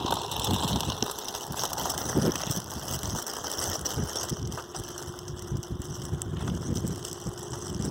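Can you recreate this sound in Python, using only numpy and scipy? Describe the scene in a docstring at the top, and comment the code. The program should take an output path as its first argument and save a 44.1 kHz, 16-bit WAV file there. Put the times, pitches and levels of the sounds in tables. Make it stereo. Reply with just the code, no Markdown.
"""A child's bicycle with training wheels rolls along gritty asphalt, level with the microphones, then away ahead.
Its hard wheels roar, crunch and scuff: shaped noise whose power follows random grains of grit.
Freewheel, chain and frame tick and rattle in short noise bursts; knocks ring the hollow training wheels.
Wind buffets the two close microphones as gusty filtered noise.
Behind lies open air: soft noise, a faint drone and a far two-tone hum."""
import sys
import numpy as np
from scipy import signal
from scipy.fft import rfft, irfft, next_fast_len
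from scipy.io import wavfile
from scipy.ndimage import uniform_filter1d

SR = 44100
rng = np.random.default_rng(int(sys.argv[2]) if len(sys.argv) > 2 else 0)


def wav_record(signal):
    """Record a signal, one row per channel, as 16-bit PCM in the file named by sys.argv[1]."""
    frames = np.transpose(np.atleast_2d(signal))
    bounded = np.clip(frames, -1, 1)
    # unit amplitude maps onto the largest positive 16-bit level
    quanta = np.round(bounded * 32767).astype(np.int16)
    wavfile.write(sys.argv[1], SR, quanta)


N = 348390
TIME = np.arange(N) / SR
SIZE = next_fast_len(N + 8192)  # room for filter tails
FREQS = np.maximum(np.arange(SIZE // 2 + 1) * SR / SIZE, 1)


def from_db(db):
    """Decibels to gain."""
    return 10 ** (np.asarray(db) / 20)


def rms_one(x):
    """Scale to unit rms."""
    return x / np.sqrt(np.mean(x ** 2) + 1e-20)


def in_time(rows):
    """The columns of a curve at every sample."""
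    s, *columns = np.transpose(rows)
    return [np.interp(TIME, s, c) for c in columns]


def in_freq(rows):
    """The columns of a spectrum at every frequency, interpolated over log frequency."""
    hz, *columns = np.transpose(rows)
    return [np.interp(np.log(FREQS), np.log(hz), c) for c in columns]


def coloured(x, spectrum):
    """Give a white signal a spectrum and keep its power; minimum phase, so nothing sounds early."""
    gain = rms_one(from_db(in_freq(spectrum)[0]))
    cepstrum = irfft(np.log(gain), SIZE)
    cepstrum[1:SIZE // 2] *= 2
    cepstrum[SIZE // 2 + 1:] = 0
    response = np.exp(rfft(cepstrum))
    return irfft(rfft(x, SIZE) * response, SIZE)[..., :N]


def noise():
    """White noise."""
    return rng.standard_normal(N)


def two_paths():
    """Unrelated white noise for the direct and the scattered path."""
    return rng.standard_normal((2, N))


def drift(rate):
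    """Slow chance with about this many turns a second; unit rms."""
    size = SIZE // 16  # a coarse time grid is enough
    hz = np.arange(size // 2 + 1) * SR / SIZE
    slow = irfft(rfft(rng.standard_normal(size)) / (1 + (hz / rate) ** 2), size)
    return rms_one(np.interp(TIME, np.arange(size) / size * SIZE / SR, slow))


def evened(x, seconds):
    """Unit level over stretches of this length; faster detail stays."""
    power = uniform_filter1d(x ** 2, max(int(seconds * SR), 2))
    return x / np.sqrt(np.abs(power) + 1e-12)


def resonance(curve, width_hz):
    """A randomly driven resonance that follows a curve of level and pitch."""
    level_db, hz = in_time(curve)
    phase = 2 * np.pi * np.cumsum(hz) / SR
    ring = drift(width_hz) * np.cos(phase) + drift(width_hz) * np.sin(phase)
    return from_db(level_db) * rms_one(ring)


def grains(per_s, spread_db, t60):
    """Power of small random contacts: uneven sizes, sudden starts, quick decays; mean near 1."""
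    happens = rng.random(N) < per_s / SR
    sizes = from_db(spread_db * np.minimum(rng.exponential(1, N), 3)) * happens
    power = signal.lfilter([1], [1, -from_db(-120 / (t60 * SR))], sizes ** 2 + 1e-9)
    return evened(np.sqrt(power), seconds=0.097) ** 2


# open-air noise around the microphones: (frequency [Hz], relative level [dB per Hz])
AIR_SPECTRUM = [(30, -1), (80, 11), (250, 19.5), (480, -4), (650, -4), (850, -12), (1000, 12.5), (1200, 7),
                (1900, -6), (2450, -8), (3050, 8), (3600, 4.5), (6000, -55), (9000, -12), (16000, -18)]
# soft drone: (time [s], level [dB], pitch [Hz])
DRONE = [(0, -45.5, 410), (1, -43, 417.5), (2.5, -58, 417.4), (4.1, -46, 416.2), (4.7, -51.5, 424.3),
         (5.5, -54, 408.6), (7.9, -46, 410)]
# far hum: (time [s], level [dB])
HUM = [(0, -44.5), (2.7, -59), (4.3, -49.5), (5.1, -44.5), (6.6, -46.5), (7.9, -44.5)]
# its two narrow tones: (mean frequency [Hz], relative level [dB])
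HUM_TONES = [(342, -2.5), (361, -.5)]


def background():
    """Open air as shaped noise, a drone as a driven resonance, a far hum as two wavering sines."""
    hum = 0
    for hz, level_db in HUM_TONES:
        phase = 2 * np.pi * np.cumsum(hz + .8 * drift(9)) / SR
        tone = np.sin(phase) * from_db(0.41 * drift(2.8))
        hum = hum + from_db(level_db) * rms_one(tone)
    air = from_db(-48.5) * coloured(noise(), AIR_SPECTRUM)
    return air + resonance(DRONE, width_hz=14.0) + from_db(in_time(HUM)[0]) * hum


# breeze on the microphones, before its lumps: (time [s], relative level [dB])
BREEZE = [(0, -23.5), (.25, -33.5), (.33, -27), (.6, -23.5), (1.03, -30), (1.15, -40), (1.42, -40.5),
          (1.55, -32), (1.65, -32.5), (1.9, -30), (2.0, -26.5), (2.4, -27.5), (2.7, -30.5), (3.15, -27),
          (3.25, -51), (3.42, -32.5), (3.55, -44), (3.6, -25), (3.75, -41), (3.94, -29), (4.14, -36),
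          (4.3, -32), (4.5, -29), (4.7, -40), (5.05, -33.5), (5.3, -34), (5.45, -28), (5.66, -41),
          (5.9, -23), (6.08, -27.5), (6.2, -24), (6.5, -20.5), (6.92, -20), (7.05, -32), (7.45, -34.5),
          (7.66, -26.5), (7.9, -30)]
# single gusts that hit the microphones: (time [s], relative level [dB], half length [s])
PUFFS = [(0.052, -14.5, 0.0037), (0.146, -27, 0.024), (0.52, -13, 0.036), (0.648, -11.5, 0.01),
         (0.739, -13.5, 0.038), (0.887, -14, 0.01), (1.029, -14, 0.0061), (1.515, -22, 0.026),
         (1.841, -22.5, 0.013), (2.176, -10.5, 0.022), (2.264, -11, 0.038), (2.475, -17.5, 0.0042),
         (2.508, -14.5, 0.0064), (2.58, -15, 0.0084), (2.773, -23, 0.015), (2.907, -23, 0.03),
         (2.953, -20.5, 0.0097), (3.047, -21, 0.013), (3.086, -16, 0.0084), (3.144, -17.5, 0.03),
         (3.703, -21.5, 0.025), (3.795, -23.5, 0.013), (3.834, -23.5, 0.025), (3.986, -11.5, 0.018),
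         (4.035, -17, 0.03), (4.324, -12.5, 0.0081), (4.443, -19.5, 0.027), (4.495, -19, 0.017),
         (4.544, -23, 0.013), (4.793, -21.5, 0.019), (4.91, -27, 0.0087), (5.09, -26, 0.016),
         (5.297, -24.5, 0.022), (5.344, -25.5, 0.02), (5.538, -15, 0.024), (5.588, -19.5, 0.015),
         (5.718, -14.5, 0.01), (5.753, -20, 0.018), (5.802, -14, 0.0052), (5.999, -22, 0.0062),
         (6.136, -13.5, 0.011), (6.285, -21.5, 0.014), (6.334, -14.5, 0.0099), (6.379, -17.5, 0.0079),
         (6.476, -18, 0.062), (6.562, -19.5, 0.026), (6.719, -13, 0.014), (6.767, -21, 0.0081),
         (6.849, -12.5, 0.01), (6.905, -18, 0.025), (7.12, -24, 0.0093), (7.277, -16, 0.014),
         (7.527, -23, 0.015), (7.697, -24, 0.01), (7.761, -17.5, 0.0079), (7.81, -15.5, 0.014),
         (7.862, -17, 0.026)]
# size of the eddies: (time [s], base weight of quick buffeting against slow rumble [dB])
EDDIES = [(0, 7.5), (.6, -0.5), (1.9, 4), (2.2, 7.5), (2.6, 7), (3.6, -6), (4.3, 1), (5.3, -7.5),
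          (6.2, -4.5), (6.5, 1.5), (7.9, 3)]
# slow, quick and quickest turbulence: (frequency [Hz], relative level [dB per Hz])
RUMBLE_SPECTRUM = [(12, -59), (30, -15), (43, -11.5), (65, 4), (100, 3), (150, -2.5), (220, -20),
                   (320, -24), (600, -58.5), (4000, -100)]
BUFFET_SPECTRUM = [(30, -58), (90, -5), (150, 5), (220, -1.5), (300, -11), (500, -23), (800, -42),
                   (2000, -47), (8000, -73)]
FLUTTER_SPECTRUM = [(50, -9), (200, -0.5), (350, -7.5), (550, -17.5), (800, -33.5), (3000, -62)]


def wind(lumpy_db, rumble_db, buffet_db, flutter_db, steepness):
    """Turbulence at the ports; stronger gusts shed smaller eddies: rumble, then buffeting, then flutter."""
    lumps = rms_one(from_db(lumpy_db * drift(30)))
    power = from_db(in_time(BREEZE)[0]) ** 2 * lumps ** 2
    for s, level_db, half_s in PUFFS:
        near = slice(max(int((s - .2) * SR), 0), int((s + .2) * SR))
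        power[near] += from_db(level_db) ** 2 * np.exp(-((TIME[near] - s) / half_s) ** 4)
    force = np.sqrt(power)
    # weights against the rumble
    quick = from_db(in_time(EDDIES)[0]) * (force / 0.21) ** steepness
    quickest = from_db(flutter_db) * quick ** 3
    rumble = from_db(rumble_db) * evened(coloured(noise(), RUMBLE_SPECTRUM), seconds=0.035)
    buffet = from_db(buffet_db) * evened(coloured(noise(), BUFFET_SPECTRUM), seconds=0.0312)
    flutter = evened(coloured(noise(), FLUTTER_SPECTRUM), seconds=0.021)
    mixture = rumble + quick * buffet + quickest * flutter
    pressure = force * mixture / np.sqrt(1 + quick ** 2 + quickest ** 2)
    return signal.sosfilt(signal.butter(2, 34, "high", fs=SR, output="sos"), pressure)


def pair(table):
    """Left and right response of the two microphones: a level balance and a phase lead."""
    balance_db, lead = in_freq(table)
    gains = from_db(np.array([balance_db, -balance_db]) / 2)
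    gains = gains / np.sqrt(np.mean(gains ** 2, axis=0))
    return gains * np.exp(.5j * np.array([lead, -lead]))


# wind at the pair: (frequency [Hz], left-right balance [dB], left's phase lead [rad])
WIND_PAIR = [(30, -0.57, 2.95), (97, -1.78, 2.875), (213, -1.4, 2.535), (327, -0.64, 1.96), (1020, 1, 1.6)]


def wind_on_pair():
    """Gusts overload the close microphones softly; a little turbulence strikes both in step."""
    gusts = wind(lumpy_db=3.5, rumble_db=1.5, buffet_db=-0.94, flutter_db=-21.5, steepness=0.79)
    gusts = gusts * rms_one(from_db(1.0 * drift(31)))
    gusts = .65 * np.tanh(gusts / .65)
    common = wind(lumpy_db=5.5, rumble_db=-0.5, buffet_db=-1, flutter_db=-14, steepness=0.49)
    return from_db(-21.5) * common + irfft(rfft(gusts, SIZE) * pair(WIND_PAIR), SIZE)[:, :N]


# share of the sound scattered by ground and bushes: (frequency [Hz], share [0-1])
SCATTER = [(250, 0.41), (500, 0.41), (800, 0.1), (1150, 0.01), (1850, 0.22), (2130, 0.01), (2500, 0),
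           (3400, 0.89), (4000, 0.21), (4600, 0.06), (5300, 0.44), (6000, 0.03), (7000, 0.28), (9000, 0.13),
           (16000, 0)]


def heard(direct, scattered, table, colour=1):
    """Direct sound enters both channels alike, scattered sound in opposite polarity, then the pair's response."""
    share = np.clip(in_freq(SCATTER)[0], 0, 1) / 2
    both = np.sqrt(1 - share) * rfft(direct, SIZE) + np.sqrt(share) * rfft(scattered, SIZE) * [[1], [-1]]
    return irfft(both * pair(table) * colour, SIZE)[:, :N]


# when the bicycle draws level, how far to the side of the microphones, how fast
PASS_S, PASS_M, SPEED_M_PER_S = 0.63, 0.94, 1.57


def ahead_m():
    """How far the bicycle has rolled past the microphones; negative before it draws level."""
    return SPEED_M_PER_S * (TIME - PASS_S)


def dulled(x, db_per_m, corner_hz):
    """The top of the treble weakens with the bicycle's distance."""
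    treble = irfft(rfft(x, SIZE) / (1 + (corner_hz / FREQS) ** 10), SIZE)[..., :N]
    return x - treble * (1 - from_db(-db_per_m * np.hypot(ahead_m(), PASS_M)))


# microphone pair, ahead and beside: (frequency [Hz], left-right balance [dB], left's phase lead [rad])
AHEAD = [(250, -1, 2.3), (420, 2, 1.5), (620, 3.2, .1), (900, 2.4, 0), (1250, -2, .1), (1600, -5, .7),
         (1880, -6, 1.9), (2150, -.8, 3.08), (2480, .1, 3.14), (2750, 3, 3.1), (3080, 8, 3.1),
         (3450, 0, 2.2), (4000, .7, 3.14), (4500, -.5, 3.14), (4900, -2, 3.3), (5350, -7, 5),
         (5800, -2, 6.2), (6500, 1, 7), (7400, -1, 11.8), (8500, 1, 13.8), (10000, 3, 17.9),
         (13000, 3, 25.7), (16000, 5, 33.3)]
BESIDE = [(250, -1, 2.3), (600, 3, -.3), (900, 2.5, -.2), (1250, -2, .4), (1550, -6, 1.7), (1900, -2, 3),
          (2100, -.1, 3.14), (2450, -.5, 3.14), (2950, -10, 2), (3300, -2, -.3), (4000, 0, 0),
          (4500, -1, 3), (5100, 2, 3.6), (5600, -1, 6.5), (6300, -4, 7.2), (7400, -2, 11.6),
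          (10000, 2, 17.9), (16000, 4, 33.3)]
# extra colour of sound from beside: (frequency [Hz], gain [dB])
BESIDE_COLOUR = [(600, -4), (950, 3.5), (1350, -8), (2100, -2.5), (2800, 5.5), (3100, -0.5), (3550, 11),
                 (4200, -1.5), (5000, -4), (6000, -8), (7000, -3.5), (16000, -13)]


def passing(bike):
    """The sound turns from beside to ahead as the bicycle rolls past the pair."""
    angle = np.arctan2(np.maximum(ahead_m(), 0), PASS_M)
    ahead = heard(*(bike * np.sin(angle) ** 2), AHEAD)
    colour = from_db(in_freq(BESIDE_COLOUR)[0])
    return ahead + heard(*(bike * np.cos(angle) ** 2), BESIDE, colour)


def small_ticks():
    """Lesser contacts come at random and follow the rolling levels; rows like those of TICKS."""
    per_s, t60_s = 45, 0.011
    over_rolling_db = (-5.5, -0.5, -2.5)  # knock, clack, tick over roar, crunch, fizz
    spread_db = (7.5, 5, 6)
    levels_db = np.array(in_time(ROLL))
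    draws = rng.random((700, 4))
    times = np.cumsum(-np.log(1 - draws[:, 0])) / per_s
    scatter_db = np.sqrt(3) * (2 * draws[:, 1:] - 1) * spread_db
    return [(s, *(levels_db[:, int(s * SR)] + over_rolling_db + own_db), t60_s)
            for s, own_db in zip(times, scatter_db) if s < TIME[-1]]


# loudest ticks and knocks of freewheel, frame and pebbles, before the part trims:
# (time [s], knock level [dB], clack level [dB], tick level [dB], base decay t60 [s])
TICKS = [(.0611, -24.5, -19, -54, 0.027), (.08, -27, -25, -50, 0.029), (.107, -20, -23.5, -38, 0.014),
         (.111, -47, -27, -20, .01), (.1235, -13.5, -27, -51, 0.016), (.1397, -53, -27, -20, .025),
         (.155, -51, -29, -25, .02), (.169, -24, -22.5, -42, 0.022), (.218, -50, -26, -27, 0.014),
         (.234, -28.5, -29, -50, 0.031), (.248, -26, -38, -50, .015), (.3144, -35, -23.5, -20, 0.057),
         (.3963, -51, -22, -18, 0.023), (.4447, -49, -19.5, -14, 0.026), (.4713, -25, -19.5, -45, 0.021),
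         (.509, -24.5, -25, -23, 0.018), (.5343, -27, -27.5, -22, .015), (.5427, -43, -26, -20.5, 0.032),
         (.5636, -45, -25, -29, 0.02), (.5962, -29, -24, -46, 0.02), (.6254, -32, -23, -39, 0.033),
         (.634, -23, -32, -24, 0.046), (.6454, -30, -23.5, -33, 0.019), (.6782, -53, -22.5, -23.5, 0.14),
         (.759, -25.5, -21.5, -27, 0.029), (.8059, -29, -17, -19, 0.021), (.832, -26, -23.5, -38, 0.019),
         (.9007, -24, -20, -43, 0.022), (.9202, -31, -26, -45, 0.013), (1.0253, -20, -13, -42, 0.008),
         (1.0979, -26, -22.5, -48, 0.016), (1.113, -31, -28, -22.5, .029), (1.1872, -50, -26, -25, 0.011),
         (1.284, -36, -19.5, -29, 0.036), (1.3405, -38, -25, -50, .015), (1.35, -30, -23.5, -36, .016),
         (1.4667, -48, -34, -32, 0.011), (1.5228, -42, -31, -29, 0.013), (1.594, -29.5, -18, -36, .012),
         (1.62, -32, -24, -31, .035), (1.635, -21.5, -21, -25, 0.027), (1.653, -44, -20, -25, 0.019),
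         (1.7314, -26.5, -21, -22.5, 0.026), (1.782, -32, -26, -33, 0.023),
         (1.8555, -23.5, -22.5, -35, 0.023), (1.9003, -39, -22.5, -21, 0.047),
         (1.978, -35, -20.5, -24, 0.014), (2.3196, -54, -23, -34, .02), (2.3562, -32, -19.5, -24, .016),
         (2.4044, -28.5, -30, -48, 0.021), (2.418, -34, -24.5, -43, .018), (2.435, -29, -23, -46, 0.012),
         (2.5133, -32, -26.5, -24.5, .018), (2.6018, -40, -31, -32, .013), (2.7165, -48, -33, -36, 0.012),
         (2.7357, -50, -31, -43, .012), (2.8806, -34, -27, -39, 0.03), (2.9367, -46, -28, -29, 0.016),
         (2.9618, -39, -29, -33, 0.01), (3.0322, -39, -20, -23, .0097), (3.0551, -34, -23, -45, .02),
         (3.2238, -46, -28, -27, 0.018), (3.2662, -40, -26.5, -27, 0.034), (3.2797, -46, -27, -27, 0.017),
         (3.3349, -49, -39, -30, .014), (3.3662, -53, -29, -32, .012), (3.4429, -27.5, -30, -34, .021),
         (3.4677, -34, -23.5, -41, 0.024), (3.5005, -44, -26, -30, 0.023), (3.5155, -37, -25, -24, .014),
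         (3.6713, -46, -34, -28, .014), (3.905, -38, -24.5, -28, 0.019), (3.914, -40, -27, -33, .017),
         (3.98, -32, -32, -39, 0.018), (4.1316, -43, -30, -31, 0.012), (4.2326, -52, -29.5, -26, 0.042),
         (4.2948, -55, -27.5, -25, 0.021), (4.301, -62, -26, -30, .017), (4.4741, -57, -32, -32, 0.014),
         (4.5228, -48, -30, -32, 0.021), (4.5752, -27.5, -47, -60, 0.045), (4.5973, -30, -43, -60, .014),
         (4.604, -34, -37, -60, 0.041), (4.747, -34, -32, -46, .072), (4.7985, -50, -36, -30, .014),
         (4.837, -53, -32, -33, .015), (4.88, -50, -30, -47, .015), (4.9791, -55, -28.5, -30, 0.016),
         (5.0252, -58, -32, -33, .015), (5.1898, -59, -30, -32, 0.013), (5.2799, -45, -30, -34, 0.038),
         (5.393, -54, -35, -35, .023), (5.4223, -55, -35, -31, 0.017), (5.5694, -55, -35, -35, 0.029),
         (5.6306, -59, -33, -30, 0.01), (5.636, -58, -31, -38, .01), (5.8184, -55, -37, -29, 0.011),
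         (5.8433, -53, -46, -39, 0.018), (5.8544, -55, -34, -32, .012), (5.9532, -55, -35, -33, 0.015),
         (6.0184, -57, -29.5, -37, 0.015), (6.0524, -56, -32.5, -27, 0.017),
         (6.2186, -46, -23, -17.5, 0.0062), (6.463, -47, -51, -56, 0.023), (6.478, -29, -32, -52, 0.022),
         (6.551, -57, -34, -46, .013), (6.7556, -51, -29, -27, .023), (6.7713, -56, -25, -40, .014),
         (6.8683, -50, -34, -28, 0.011), (6.8773, -61, -34, -22, .012), (6.9583, -48, -37, -31, 0.014),
         (7.0275, -57, -30, -37, .013), (7.05, -61, -26, -23, 0.018), (7.0835, -56, -32, -28, 0.022),
         (7.0978, -55, -36, -33, .012), (7.1135, -57, -29, -32, .012), (7.1298, -55, -29, -25, .011),
         (7.3768, -45, -31, -36, .013), (7.4306, -40, -43, -31, 0.014), (7.5325, -33, -33, -50, 0.089),
         (7.6805, -55, -32, -30, 0.014), (7.7461, -55, -32, -36, 0.014), (7.8109, -59.5, -36, -34, 0.015),
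         (7.8235, -57, -28.5, -29, 0.015)]
# low, middle and high part of a contact: (frequency [Hz], relative level [dB per Hz])
KNOCK_SPECTRUM = [(150, -30), (350, 0), (900, -0.5), (1500, -4.5), (2000, -17), (2800, -18)]
CLACK_SPECTRUM = [(1400, -56), (1950, -8.5), (2330, 3), (2650, -4.5), (3080, 4.5), (3600, -6.5), (4200, 1),
                  (4900, 3.5), (5900, 5), (6600, -1), (7200, -12), (8500, -33)]  # also colours the crunch of the grit
TICK_SPECTRUM = [(5800, -19), (7000, -4), (7900, -0.5), (9000, -2), (10000, -4), (11500, -1), (13500, -2.5),
                 (16000, -2)]  # also colours the fizz of the grit


def rattle(contacts, knock_db, clack_db, tick_db, knock_ring, clack_ring, tick_ring, snap, snap_t60, blow):
    """Each contact is a hard blow and a decaying chatter, with a sharp snap strongest in the treble."""
    out = 0
    age = np.arange(SR // 10) / SR
    parts = [(KNOCK_SPECTRUM, knock_db, knock_ring),
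             (CLACK_SPECTRUM, clack_db, clack_ring),
             (TICK_SPECTRUM, tick_db, tick_ring)]
    for k, (spectrum, part_db, ring) in enumerate(parts):
        bursts = np.zeros((2, N + len(age)))
        for s, *levels, t60 in contacts:
            chatter = from_db(-60 * age / max(t60 * ring, .002))
            decay = chatter + snap * (k / 2) ** 2 * from_db(-60 * age / snap_t60)
            burst = rng.standard_normal((2, len(age))) * decay
            burst[:, 0] = blow
            attack = burst[:, age < .003].std(axis=1, keepdims=True)
            start = int(s * SR)
            bursts[:, start:start + len(age)] += burst / attack * from_db(levels[k] + part_db)
        out = out + coloured(bursts[:, :N], spectrum)
    return out


# modes of a knocked training wheel: (frequency [Hz], relative level [dB], decay t60 [s])
WHEEL_MODES = [(890, -24, 0.045), (961, -8.5, 0.051), (1252, -5, 0.12), (1530, -6, 0.052)]


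def wheel_knocks(ring_db, spread_db):
    """Knocks set the hollow training wheels ringing, each with its own mix of the modes."""
    s, knock_db = np.transpose(TICKS)[:2]
    own_db = spread_db * rng.standard_normal((len(s), len(WHEEL_MODES)))
    out = np.zeros(N)
    for k, (hz, level_db, t60) in enumerate(WHEEL_MODES):
        clicks = np.zeros(N) + 1e-18
        clicks[(s * SR).astype(int)] = from_db(knock_db + ring_db + level_db + own_db[:, k])
        r, w = from_db(-60 / (t60 * SR)), 2 * np.pi * hz / SR
        out += signal.lfilter([0, np.sin(w)], [1, -2 * r * np.cos(w), r * r], clicks)
    return out


# a training wheel scuffs sideways: (time [s], level [dB], half length [s])
SCUFFS = [(2.358, -20, 0.0031), (2.409, -26, 0.008), (2.433, -29, 0.0038), (2.479, -32, 0.0085),
          (2.496, -33, 0.0043), (4.591, -33, 0.0065), (4.749, -40, 0.013), (6.369, -36, 0.003),
          (6.405, -37, 0.026), (6.481, -27.5, 0.0029), (6.499, -31, 0.0026)]
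# scrape of plastic on asphalt: (frequency [Hz], relative level [dB per Hz])
SCUFF_SPECTRUM = [(300, -31), (900, -3), (1600, -7.5), (2400, 13.5), (3100, 4.5), (4500, -5.5), (9000, -25)]


def scuffs():
    """Short stick-slip scrapes of hard plastic on asphalt."""
    press = sum(from_db(level_db) * np.exp(-((TIME - s) / half_s) ** 2 / 2) for s, level_db, half_s in SCUFFS)
    slips = np.sqrt(grains(per_s=630, spread_db=1.0, t60=0.026))
    return coloured(press * slips * two_paths(), SCUFF_SPECTRUM)


# a training wheel lifts and lands: (landing time [s], time in the air [s], drop of the fizz [dB])
LIFTS = [(0.32, 0.072, 7.5), (1.185, 0.085, 4), (1.345, 0.067, 7), (1.563, 0.11, 7), (1.779, 0.068, 10.5),
         (1.975, 0.059, 6.5), (2.495, 0.0045, 11), (2.72, 0.13, 6), (2.88, 0.11, 3), (3.04, 0.042, 3),
         (3.268, 0.034, 11), (3.44, 0.11, 4), (3.852, 0.085, 12), (4.509, 0.27, 11.5), (4.755, 0.18, 11),
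         (4.98, 0.2, 4.5), (5.364, 0.047, 9), (5.63, 0.097, 3), (5.815, 0.093, 8), (6.2, 0.099, 1.5),
         (6.395, 0.14, 9), (6.61, 0.023, 10), (6.755, 0.067, 7), (7.04, 0.12, 3), (7.36, 0.14, 3),
         (7.81, 0.063, 3.5)]


def rocking():
    """Swing in dB: the grit falls quiet while a training wheel is in the air, and surges when it lands."""
    lift_off_s, touch_down_s, settle_s = 0.04, 0.0079, 0.072
    landing_bite = 0.62  # surge as a share of the drop
    swing_db = np.zeros(N)
    for s, air_s, drop_db in LIFTS:
        age = TIME - s
        lifted = np.clip((age + air_s) / lift_off_s + .5, 0, 1)
        landed = np.clip(age / touch_down_s + .5, 0, 1)
        surge = landed * landing_bite * np.exp(-np.maximum(age, 0) / settle_s)
        swing_db += drop_db * (surge - lifted * (1 - landed))
    return swing_db


# rolling before swing and trims:
# (time [s], wheel roar level [dB], grit crunch level [dB], fine grit fizz level [dB])
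ROLL = [(0.0, -37, -37.5, -47), (0.6, -31, -34, -32.5), (1.1, -35.5, -36, -42.5), (1.45, -39, -35, -40.5),
        (1.65, -36, -33, -38), (2.25, -32, -34, -42), (2.4, -38.5, -37.5, -40.5), (2.7, -39.5, -38, -40),
        (3.1, -36.5, -34, -36), (3.35, -37.5, -37.5, -42.5), (3.7, -31.5, -29.5, -31),
        (4.0, -38.5, -39.5, -43.5), (4.28, -34, -31, -35.5), (4.45, -43.5, -43, -47), (4.8, -40, -39, -40),
        (5.2, -46, -47.5, -49.5), (5.75, -46.5, -48.5, -49.5), (5.95, -46, -46.5, -45.5),
        (6.3, -44, -48.5, -46.5), (6.85, -44.5, -43, -40.5), (7.9, -44, -44, -40.5)]


def wheel_levels(uneven_db):
    """Roar, crunch and fizz in dB as the bicycle rocks over uneven ground."""
    swing_db = rocking() + uneven_db * drift(8.7)
    follows = [0.42, 0.75, 1]  # share of the swing
    return np.array(in_time(ROLL)) + np.outer(follows, swing_db)


# wheels drumming on asphalt: (frequency [Hz], relative level [dB per Hz])
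ROAR_SPECTRUM = [(120, -11.5), (280, 1.5), (560, -2), (800, -4), (1100, -7), (1450, -6.5), (1900, -10),
                 (2500, -17.5)]
# hollow ring of the plastic training wheels: (time [s], level [dB], pitch [Hz])
WHEEL_RING = [(0, -39, 1000), (.11, -38, 974), (.3, -44, 925), (.62, -44, 917), (.9, -54, 858),
              (1.8, -39.5, 780), (2.5, -48.5, 780), (4.5, -60.5, 795), (7.9, -53, 771)]


def rolling(levels_db, roar_db, crunch_db, fizz_db, rough, hiss, crunch_ticking, fizz_ticking, clump_db, jolting):
    """The wheels drum on the asphalt and crush grit that lies in patches; sparser, sharper ticks ride on top."""
    roar, crunch, fizz = from_db(levels_db)
    patches = rms_one(from_db(clump_db * drift(28))) ** 2
    grit = grains(per_s=320, spread_db=2.5, t60=0.017) * patches
    ticking = grains(per_s=75, spread_db=1.5, t60=0.0094)
    bumps = rms_one(np.sqrt(1 + rough * grit))
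    crushing = rms_one(np.sqrt(grit + hiss + crunch_ticking * ticking))
    spraying = rms_one(np.sqrt(grit + fizz_ticking * ticking))
    drum = from_db(roar_db) * coloured(roar * bumps * two_paths(), ROAR_SPECTRUM)
    crack = from_db(crunch_db) * coloured(crunch * crushing * two_paths(), CLACK_SPECTRUM)
    spray = from_db(fizz_db) * coloured(fizz * spraying * two_paths(), TICK_SPECTRUM)
    jolts = rms_one(np.sqrt(bumps ** 2 + jolting * grains(per_s=44, spread_db=0.0, t60=0.022)))
    ring = np.array([resonance(WHEEL_RING, width_hz=214) for _ in range(2)])
    return drum + crack + spray + jolts * ring


def stone_colours(x, spread_db, change_hz, count):
    """Every stone and link rings at pitches of its own, so narrow treble bands flare up independently."""
    place = np.interp(np.log(FREQS), np.log([1400, 16000]), [0, count - 1])
    spectrum, out = rfft(x, SIZE), 0
    for k in range(count):
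        band = irfft(spectrum * np.maximum(1 - np.abs(place - k), 0), SIZE)[..., :N]
        flare = rms_one(from_db(spread_db * drift(change_hz))) if k else 1  # lowest band, with the roar, is left alone
        out = out + band * flare
    return out


def bicycle():
    """Rolling, scuffs, rattle and wheel knocks, dulled by distance; direct and scattered path."""
    bike = rolling(wheel_levels(uneven_db=2.5), roar_db=-1.0, crunch_db=-1.5, fizz_db=0.04, rough=0.88,
                   hiss=0.42, crunch_ticking=0.4, fizz_ticking=0.8, clump_db=1.13, jolting=0.94)
    bike = stone_colours(bike + scuffs(), spread_db=4.5, change_hz=28.0, count=28)
    bike = bike + rattle(TICKS + small_ticks(), knock_db=-1.03, clack_db=-3.1, tick_db=1.23,
                         knock_ring=1.7, clack_ring=1.0, tick_ring=1.0, snap=0.64, snap_t60=0.0025, blow=2.0)
    bike[0] += wheel_knocks(ring_db=-10.5, spread_db=1.5)  # direct path only
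    return dulled(bike, db_per_m=1.48, corner_hz=8800)


def scene():
    """The bicycle moves from beside to ahead, under wind and over the outdoor background."""
    outdoors = heard(background(), background(), AHEAD)
    return outdoors + wind_on_pair() + passing(bicycle())


def record(dry):
    """The top is cut steeply above 15.8 kHz."""
    return signal.sosfilt(signal.ellip(10, .2, 70, 15800, fs=SR, output="sos"), dry)


dry = scene()
out = record(dry)
wav_record(out)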